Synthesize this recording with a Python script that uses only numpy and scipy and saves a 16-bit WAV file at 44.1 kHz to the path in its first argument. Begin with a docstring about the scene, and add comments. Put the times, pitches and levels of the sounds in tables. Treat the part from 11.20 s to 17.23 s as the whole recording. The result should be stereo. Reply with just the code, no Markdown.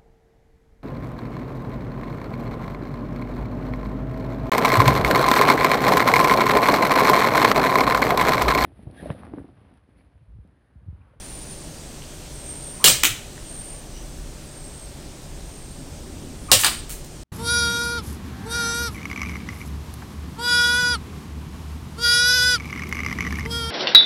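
"""A fenced back yard, in stereo. Near the microphone a sword cuts twice through a dry bamboo pole:
the blade whistles, the fibres burst with a crack that overloads the recorder, and each cut piece
clatters down as a hollow tube while the stand rocks on the turf. Walls and fence answer. In the trees
a small bird repeats a thin high call and a farther one chirps once, over leaf hiss, soft swells of
air and the rumble of a distant town."""
import sys
import numpy as np
from scipy import signal
from scipy.fft import rfft, irfft, next_fast_len
from scipy.io import wavfile
from scipy.ndimage import uniform_filter1d, map_coordinates

SR = 44100
rng = np.random.default_rng(int(sys.argv[2]) if len(sys.argv) > 2 else 0)


def inscribe(sig):
    """Save sig as 16-bit PCM at rate SR to the path in sys.argv[1].

    A 1-D sig is mono; a 2-D sig holds one channel per row.
    Samples are clipped to [-1, 1] before scaling.
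    """
    pcm = np.round(np.clip(np.atleast_2d(sig).T, -1, 1) * 32767)
    wavfile.write(sys.argv[1], SR, pcm.astype(np.int16))


N = 266135
TIME = np.arange(N) / SR
AGE = TIME[:SR * 3 // 4]  # seconds since the start of one short event


# The pole breaking, near the microphone: start_s, crack_db, tear_db, tear_s, jolt_db
BREAKS = [(1.6419, 0, -9.5, 0.02, -27), (1.674, -7, -24, 0.004, -28.5), (1.6824, -6, -14.5, 0.0035, -27.5),
          (5.3157, -2, -12, .023, -22)]
# Spectrum of the bursting fibres: frequency_hz, level_db
FIBRE_SPECTRUM = [(60, -23), (150, -30), (280, -15), (500, -3), (850, -11.5), (1300, -8.5), (2000, -4),
                  (3400, -2), (4600, -1), (6500, -4.5), (8500, 2), (10300, -9.5), (13000, -10.5),
                  (15500, -6)]

def cuts():
    """The edge cracks the hard skin, then fibres snap in a dense run while the pole is jolted."""
    crack_decay_s, splinter_decay_s, jolt_decay_s = 0.0047, 0.066, 0.024
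    pole_spectrum = [(50, -1.5), (140, 1), (260, -3), (500, -8.5), (1000, -4), (4000, -62)]
    out = np.zeros((2, N))
    for start, crack_db, tear_db, tear_s, jolt_db in BREAKS:
        crack = amp(crack_db) * snaps(per_s=15000, spread_db=5.5) * np.exp(-AGE / crack_decay_s)
        run = np.exp(-(AGE / tear_s) ** 3)
        last_fibres = amp(-18.5) * np.exp(-AGE / splinter_decay_s)
        tear = amp(tear_db) * snaps(per_s=2500, spread_db=3.5) * (run + last_fibres)
        jolt = amp(jolt_db - 3) * rng.standard_normal(len(AGE)) * np.exp(-AGE / jolt_decay_s)
        add(out, start, yard(coloured(crack + tear, FIBRE_SPECTRUM), wet_db=1.5))
        add(out, start, yard(coloured(jolt, pole_spectrum), wet_db=-5.5))
    return out


# A twig underfoot, the cane giving way, a piece settling: start_s, level_db, pitch_hz, t60_s
WOODY_TICKS = [(.822, -37, 3000, .006), (1.679, -14.5, 1300, 0.014), (2.179, -36.5, 1800, .008),
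               (5.3212, -9.5, 1150, 0.0054)]

def woody_ticks():
    """Short dry ticks and knocks: wood rings and stops within a few cycles."""
    out = np.zeros((2, N))
    for start, db, hz, t60 in WOODY_TICKS:
        add(out, start, yard(2 * damped_sine(hz, db, t60), wet_db=-6))
    return out


# The blade whistling just ahead of each cut: start_s, end_s, start_hz, end_hz, level_db
BLADE_SWINGS = [(1.598, 1.644, 1002, 1170, -38), (5.284, 5.318, 1240, 1063, -34)]

def blade():
    """Eddies shed by the blade give a short whistle that frays and swells as the blade speeds up."""
    attack_s, release_s = 0.0039, 0.005
    out = np.zeros((2, N))
    for start, end, start_hz, end_hz, db in BLADE_SWINGS:
        length = end - start
        progress = np.clip(AGE / length, 0, 1)
        fray = (0.03 + 0.17 * progress) * wobble(600)[:len(AGE)]
        pitch = (start_hz + (end_hz - start_hz) * progress) * (1 + fray)
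        phase = 2 * np.pi * np.cumsum(pitch) / SR
        whistle = np.sin(phase) + amp(-15) * np.sin(2 * phase)
        swell = np.interp(AGE, [0, attack_s, length, length + release_s], [0, 1, 1.46, 0])
        add(out, start, yard(amp(db) * swell * whistle, wet_db=-12))
    return out


# Each falling piece's hits and their quick echoes off the walls: start_s, level_db, rattle_s
PIECE_CLATTER = [
    [(1.834, -15, 0.00099), (1.8356, -1.5, 0.0018), (1.8455, -8.5, 0.0015), (1.8525, -8, .0015)],
    [(5.4358, -16, 0.017), (5.446, -5.5, 0.0058), (5.4655, -12.5, 0.0049)],
]
# Resonances of each hollow piece: pitch_hz, level_db, t60_s
TUBE_MODES = [
    [(314, -14.5, 0.058), (2280, -6, 0.015), (2590, -1, 0.018), (3050, -8, .03), (3240, -0.5, .035),
     (3370, 3, 0.022)],
    [(818, 5, 0.023), (1170, -2, 0.059), (1520, -7, 0.032), (2300, -4, .035), (3140, -2, .04),
     (3580, -18, 0.026), (4000, -5, .03)],
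]
# Spectrum of each piece's clatter: frequency_hz, level_db
CLATTER_SPECTRA = [
    [(100, -9.5), (450, -13), (850, -11), (1700, -3), (2400, -0.5), (3100, 1), (4400, -5.5), (7500, -3.5),
     (9000, -3.5), (10500, -11.5), (15500, -8.5)],
    [(100, -19), (300, -10.5), (540, -16.5), (850, -2.5), (2000, -1), (3400, 0), (4800, -0.5), (5800, -10),
     (9000, -2), (10500, -13.5), (15500, -13)],
]

def falling_pieces():
    """Each hit or echo in the clatter is a dry click and a brief rattle, with the ring of the tube."""
    click_db, rattle_db, ring_db = 16, -2, -14.5
    out = np.zeros((2, N))
    for clatter, modes, spectrum in zip(PIECE_CLATTER, TUBE_MODES, CLATTER_SPECTRA):
        for start, db, rattle_s in clatter:
            burst = amp(rattle_db) * snaps(per_s=12000, spread_db=5) * np.exp(-AGE / rattle_s)
            burst[0] = amp(click_db)
            # neighbouring modes move the tube's end in opposite directions
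            ring = sum((-1) ** k * damped_sine(hz, mode_db + rng.normal(0, 1), t60)
                       for k, (hz, mode_db, t60) in enumerate(modes))
            clack = coloured(burst, spectrum) + amp(ring_db) * ring
            add(out, start, yard(amp(db) * clack, wet_db=-0.5))
    return out


# Splinters skittering on the ground after the second cut: start_s, level_db, decay_s
SPLINTER_SKITTERS = [(5.392, -22, 0.044), (5.695, -30.5, 0.024), (5.846, -39, 0.0051)]
# Spectrum of the dry leaf litter: frequency_hz, level_db
LITTER_SPECTRUM = [(300, -20), (1500, -9), (5000, -8), (8600, 1.5), (10500, -7), (15500, -5.5)]

def splinters():
    """Light splinters and twigs scratch through dead leaves."""
    out = np.zeros((2, N))
    for start, db, decay_s in SPLINTER_SKITTERS:
        scratch = snaps(per_s=3100, spread_db=8) * np.exp(-AGE / decay_s)
        add(out, start, yard(amp(db) * coloured(scratch, LITTER_SPECTRUM), wet_db=3))
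    return out


# The weighted stand rocking, dead centre and without echo: start_s, level_db, pitch_hz
STAND_THUDS = [(1.665, -28, 143), (1.72, -30, 121), (1.895, -27.5, 112), (5.355, -24, 103)]

def stand():
    """The heavy foot drops back and sinks into soft turf."""
    attack_s = 0.0081
    sink = 1 - np.exp(-AGE / attack_s)
    out = np.zeros(N)
    for start, db, hz in STAND_THUDS:
        add(out, start, 2 * sink * damped_sine(hz, db, t60_s=0.13))
    return out


# A small bird off in the trees: start_s, length_s, middle_hz, glide_hz, level_db
BIRD_CALLS = [(-.1, 0.59, 9120, -170, -40), (1.13, 0.55, 8720, 403, -40.5),
              (2.22, 0.39, 8750, 218.5, -42.5), (3.238, 0.51, 8510, -1.5, -48),
              (4.222, .42, 8600, -190, -51), (5.221, 0.4, 8840, -490, -42.5)]

def birds():
    """Thin gliding whistles, each opened by a higher note, and one farther chirp; foliage scatters both."""
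    waver_hz, fray_hz, bow_hz, flutter_db = 34.6, 78, 60.7, 2
    lead_s, lead_ratio, lead_db = 0.061, 1.17, -12
    foliage_db, foliage_t60_s = 4, 0.28
    unsteady_hz = waver_hz * wobble(25) + fray_hz * wobble(400)
    phase = lambda hz: 2 * np.pi * np.cumsum(hz + unsteady_hz) / SR
    song = np.zeros(N)
    for start, length, hz, glide_hz, db in BIRD_CALLS:
        bow = arch(start, length)  # pitch and level both bow upward mid-call
        progress = np.clip((TIME - start) / length, 0, 1)
        pitch = hz + glide_hz * (progress - 0.5) + bow_hz * (bow - 0.5)
        lead = amp(lead_db) * arch(start - lead_s / 2, lead_s) * np.sin(phase(lead_ratio * hz))
        song += amp(db) * (np.sqrt(bow) * np.sin(phase(pitch)) + lead)
    chirp_phase = phase(hz=2990)
    chirp = 0.5 * np.sin(chirp_phase) + np.sin(2 * chirp_phase)
    song += amp(-48.5) * arch(start_s=2.725, length_s=0.11) * chirp
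    song *= amp(flutter_db * wobble(30.1))
    foliage = rng.standard_normal((2, len(AGE))) * amp(-60 * AGE / foliage_t60_s)
    foliage /= np.linalg.norm(foliage[0])
    return song + amp(foliage_db) * signal.fftconvolve(song[None], foliage, axes=1)[:, :N]


# The town, far beyond the fence: frequency_hz, level_db
TOWN_SPECTRUM = [(11, -29), (18, 1.5), (60, -1.5), (108, -10), (145, -3.5), (174, -11), (338, -12.5),
                 (532, -20.5), (577, -13.5), (627, -19), (2500, -31.5), (3250, -47), (5500, -120)]
# Traffic in the distance: frequency_hz, level_db
TRAFFIC_SPECTRUM = [(30, -17), (85, 2), (140, -13), (250, -4.5), (500, -18.5), (4000, -65)]

def town():
    """A steady distant rumble, over which far traffic swells once and recedes."""
    rumble = amp(-38.5) * rush(TOWN_SPECTRUM, patchy_db=0.74)
    traffic = amp(-39) * rush(TRAFFIC_SPECTRUM, patchy_db=1.5)
    return rumble + traffic * hump(peak_s=5.05, half_length_s=0.62)


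# Leaf hiss all around the microphone: frequency_hz, level_db
LEAF_SPECTRUM = [(710, 2.5), (1200, -4.5), (2320, -3.5), (2890, -2), (3510, -2), (6100, -1), (7100, -2),
                 (8630, 1), (9210, 0), (10500, -13), (14800, -13.5), (16000, -20)]

def leaves():
    """The breeze in the leaves holds, then drops away to a calm."""
    breeze_db, calm_db, hold_s, release_s = -40, -43, 1.95, 0.69
    breeze = np.exp(-np.maximum(TIME - hold_s, 0) / release_s)
    return amp(calm_db + (breeze_db - calm_db) * breeze) * rush(LEAF_SPECTRUM, patchy_db=1)


# Deep air noise, the same in both channels: peak_s, half_length_s, level_db
AIR_SWELLS = [(2.97, 0.23, -35.5), (4.25, 0.29, -46), (5.604, 0.22, -36)]

def air():
    """A low band of air noise rises and falls in soft swells."""
    centre_hz = 34.5
    band = [(centre_hz / 4, -30), (centre_hz, 0), (centre_hz * 2, -20), (centre_hz * 20, -80)]
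    noise = unit(filtered(rng.standard_normal(N), lambda hz: amp(along(band, hz))))
    return noise * sum(amp(db) * hump(peak, half_length) for peak, half_length, db in AIR_SWELLS)


# How alike town and leaves are on the microphone's two sides: frequency_hz, correlation
STEREO_LIKENESS = [(60, 0.82), (150, 0.94), (380, 0.81), (950, -0.12), (2380, -0.11), (5980, -0.00032),
                   (15000, 0.011)]

def rush(spectrum, patchy_db):
    """Diffuse stereo noise of rms 1, its level uneven in patches of time and frequency."""
    bins = signal.stft(rng.standard_normal((2, N)), nperseg=512)[2]
    patches = uniform_filter1d(rng.standard_normal(bins.shape[1:]), size=5, axis=0)
    patches = uniform_filter1d(patches, size=14, axis=1)
    pair = signal.istft(bins * amp(patchy_db * unit(patches)), nperseg=512)[1][:, :N]
    width = lambda hz: np.arccos(np.clip(along(STEREO_LIKENESS, hz), -1, 1)) / 2
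    response = lambda hz: amp(along(spectrum, hz)) * [np.cos(width(hz)), np.sin(width(hz))]
    mid, side = filtered(pair, response)
    return unit(np.array([mid + side, mid - side]))


# Echoes of the nearest walls at the microphone: delay_s, level_db, left_lag_s
WALL_ECHOES = [(0.0098, -10.5, -0.0043), (0.017, -4, .0003), (.0227, -9, -.0003)]
# Reverberation of the yard: frequency_hz, t60_s
YARD_DECAY = [(150, 0.39), (900, 0.36), (3000, .48), (8000, 0.41), (15000, 0.28)]

def yard(x, wet_db):
    """Direct sound, scatter off the ground, then wall echoes and the dying wash of fence and trees."""
    ground_db, ground_decay_s = -9, 0.00075
    gap_s, early_db, early_t60_s = 0.0098, 3, 0.16
    hz, t, bins = signal.stft(rng.standard_normal((2, len(AGE))), SR, nperseg=256)
    fade = amp(-60 * t / along(YARD_DECAY, hz)[:, None]) + amp(early_db - 60 * t / early_t60_s)
    wash = signal.istft(bins * fade, SR, nperseg=256)[1][:, :len(AGE)] * (AGE > gap_s)
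    ground = rng.standard_normal(wash.shape) * np.exp(-AGE / ground_decay_s)
    response = amp(wet_db) * wash / np.linalg.norm(wash[0])
    response += amp(ground_db) * ground / np.linalg.norm(ground[0])
    response[:, 0] += 1  # direct sound
    for delay, db, left_lag in WALL_ECHOES:
        response[0, round((delay + left_lag) * SR)] += amp(db)
        response[1, round(delay * SR)] += amp(db)
    return signal.fftconvolve(x[None], response, axes=1)[:, :len(AGE)]


def snaps(per_s, spread_db):
    """Tiny fractures at random moments and of random sizes, rms 1."""
    sizes = amp(spread_db * np.clip(rng.standard_normal(len(AGE)), -2, 2))
    signs = rng.choice([-1, 1], len(AGE))
    return unit(sizes * signs * (rng.random(len(AGE)) < per_s / SR))


def damped_sine(hz, db, t60_s):
    """One struck resonance dying away."""
    return amp(db - 60 * AGE / t60_s) * np.sin(2 * np.pi * hz * AGE)


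def arch(start_s, length_s):
    """Half a sine over a note, zero outside it."""
    return np.abs(np.sin(np.pi * np.clip((TIME - start_s) / length_s, 0, 1)))


def hump(peak_s, half_length_s):
    """A bell-shaped rise and fall."""
    return np.exp(-((TIME - peak_s) / half_length_s) ** 2)


def wobble(per_s):
    """A smooth random curve with per_s knots a second."""
    return map_coordinates(rng.standard_normal(int(N * per_s / SR) + 4), [TIME * per_s])


def amp(db):
    """Decibels to gain."""
    return 10 ** (np.asarray(db) / 20)


def unit(x):
    """Scale to rms 1."""
    return x / np.sqrt(np.mean(x ** 2) + 1e-20)


def along(points, hz):
    """Read (frequency_hz, value) points on a log frequency axis."""
    frequencies, values = np.transpose(points)
    return np.interp(np.log(hz + 1), np.log(frequencies + 1), values)


def filtered(x, response):
    """x through a zero-phase filter of gain response(hz)."""
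    size = next_fast_len(N + SR // 2)
    return irfft(rfft(x, size) * response(np.fft.rfftfreq(size, 1 / SR)), size)[..., :N]


def coloured(x, spectrum, size=2048):
    """x through a causal filter of energy 1, shaped by (frequency_hz, level_db) points."""
    gain = amp(along(spectrum, np.fft.rfftfreq(size, 1 / SR)))
    cepstrum = irfft(np.log(gain))
    cepstrum[1:size // 2] *= 2  # fold onto positive time for minimum phase
    cepstrum[size // 2 + 1:] = 0
    pulse = irfft(np.exp(rfft(cepstrum)))
    return signal.fftconvolve(x, pulse / np.linalg.norm(pulse))[:len(x)]


def add(track, start_s, x):
    """Mix x into the track from start_s."""
    part = track[..., round(start_s * SR):][..., :x.shape[-1]]
    part += x[..., :part.shape[-1]]


def scene():
    """Everything that reaches the microphone, from the pole out to the distance."""
    near = cuts() + woody_ticks() + blade() + falling_pieces() + splinters() + stand()
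    return near + birds() + town() + leaves() + air()


def record(dry):
    """The microphone's left side is the brighter; the cracks overload the band-limited recorder."""
    top_hz = 16000
    tilt_db = lambda hz: along([(9000, 0), (11000, 2.5), (15000, 2)], hz)
    band = lambda hz: np.interp(hz, [top_hz - 150, top_hz + 150], [1, 0])
    heard = filtered(dry, lambda hz: band(hz) * amp([tilt_db(hz), -tilt_db(hz)]))
    return filtered(np.clip(heard, -1, 1), band)


dry = scene()
out = record(dry)
inscribe(out)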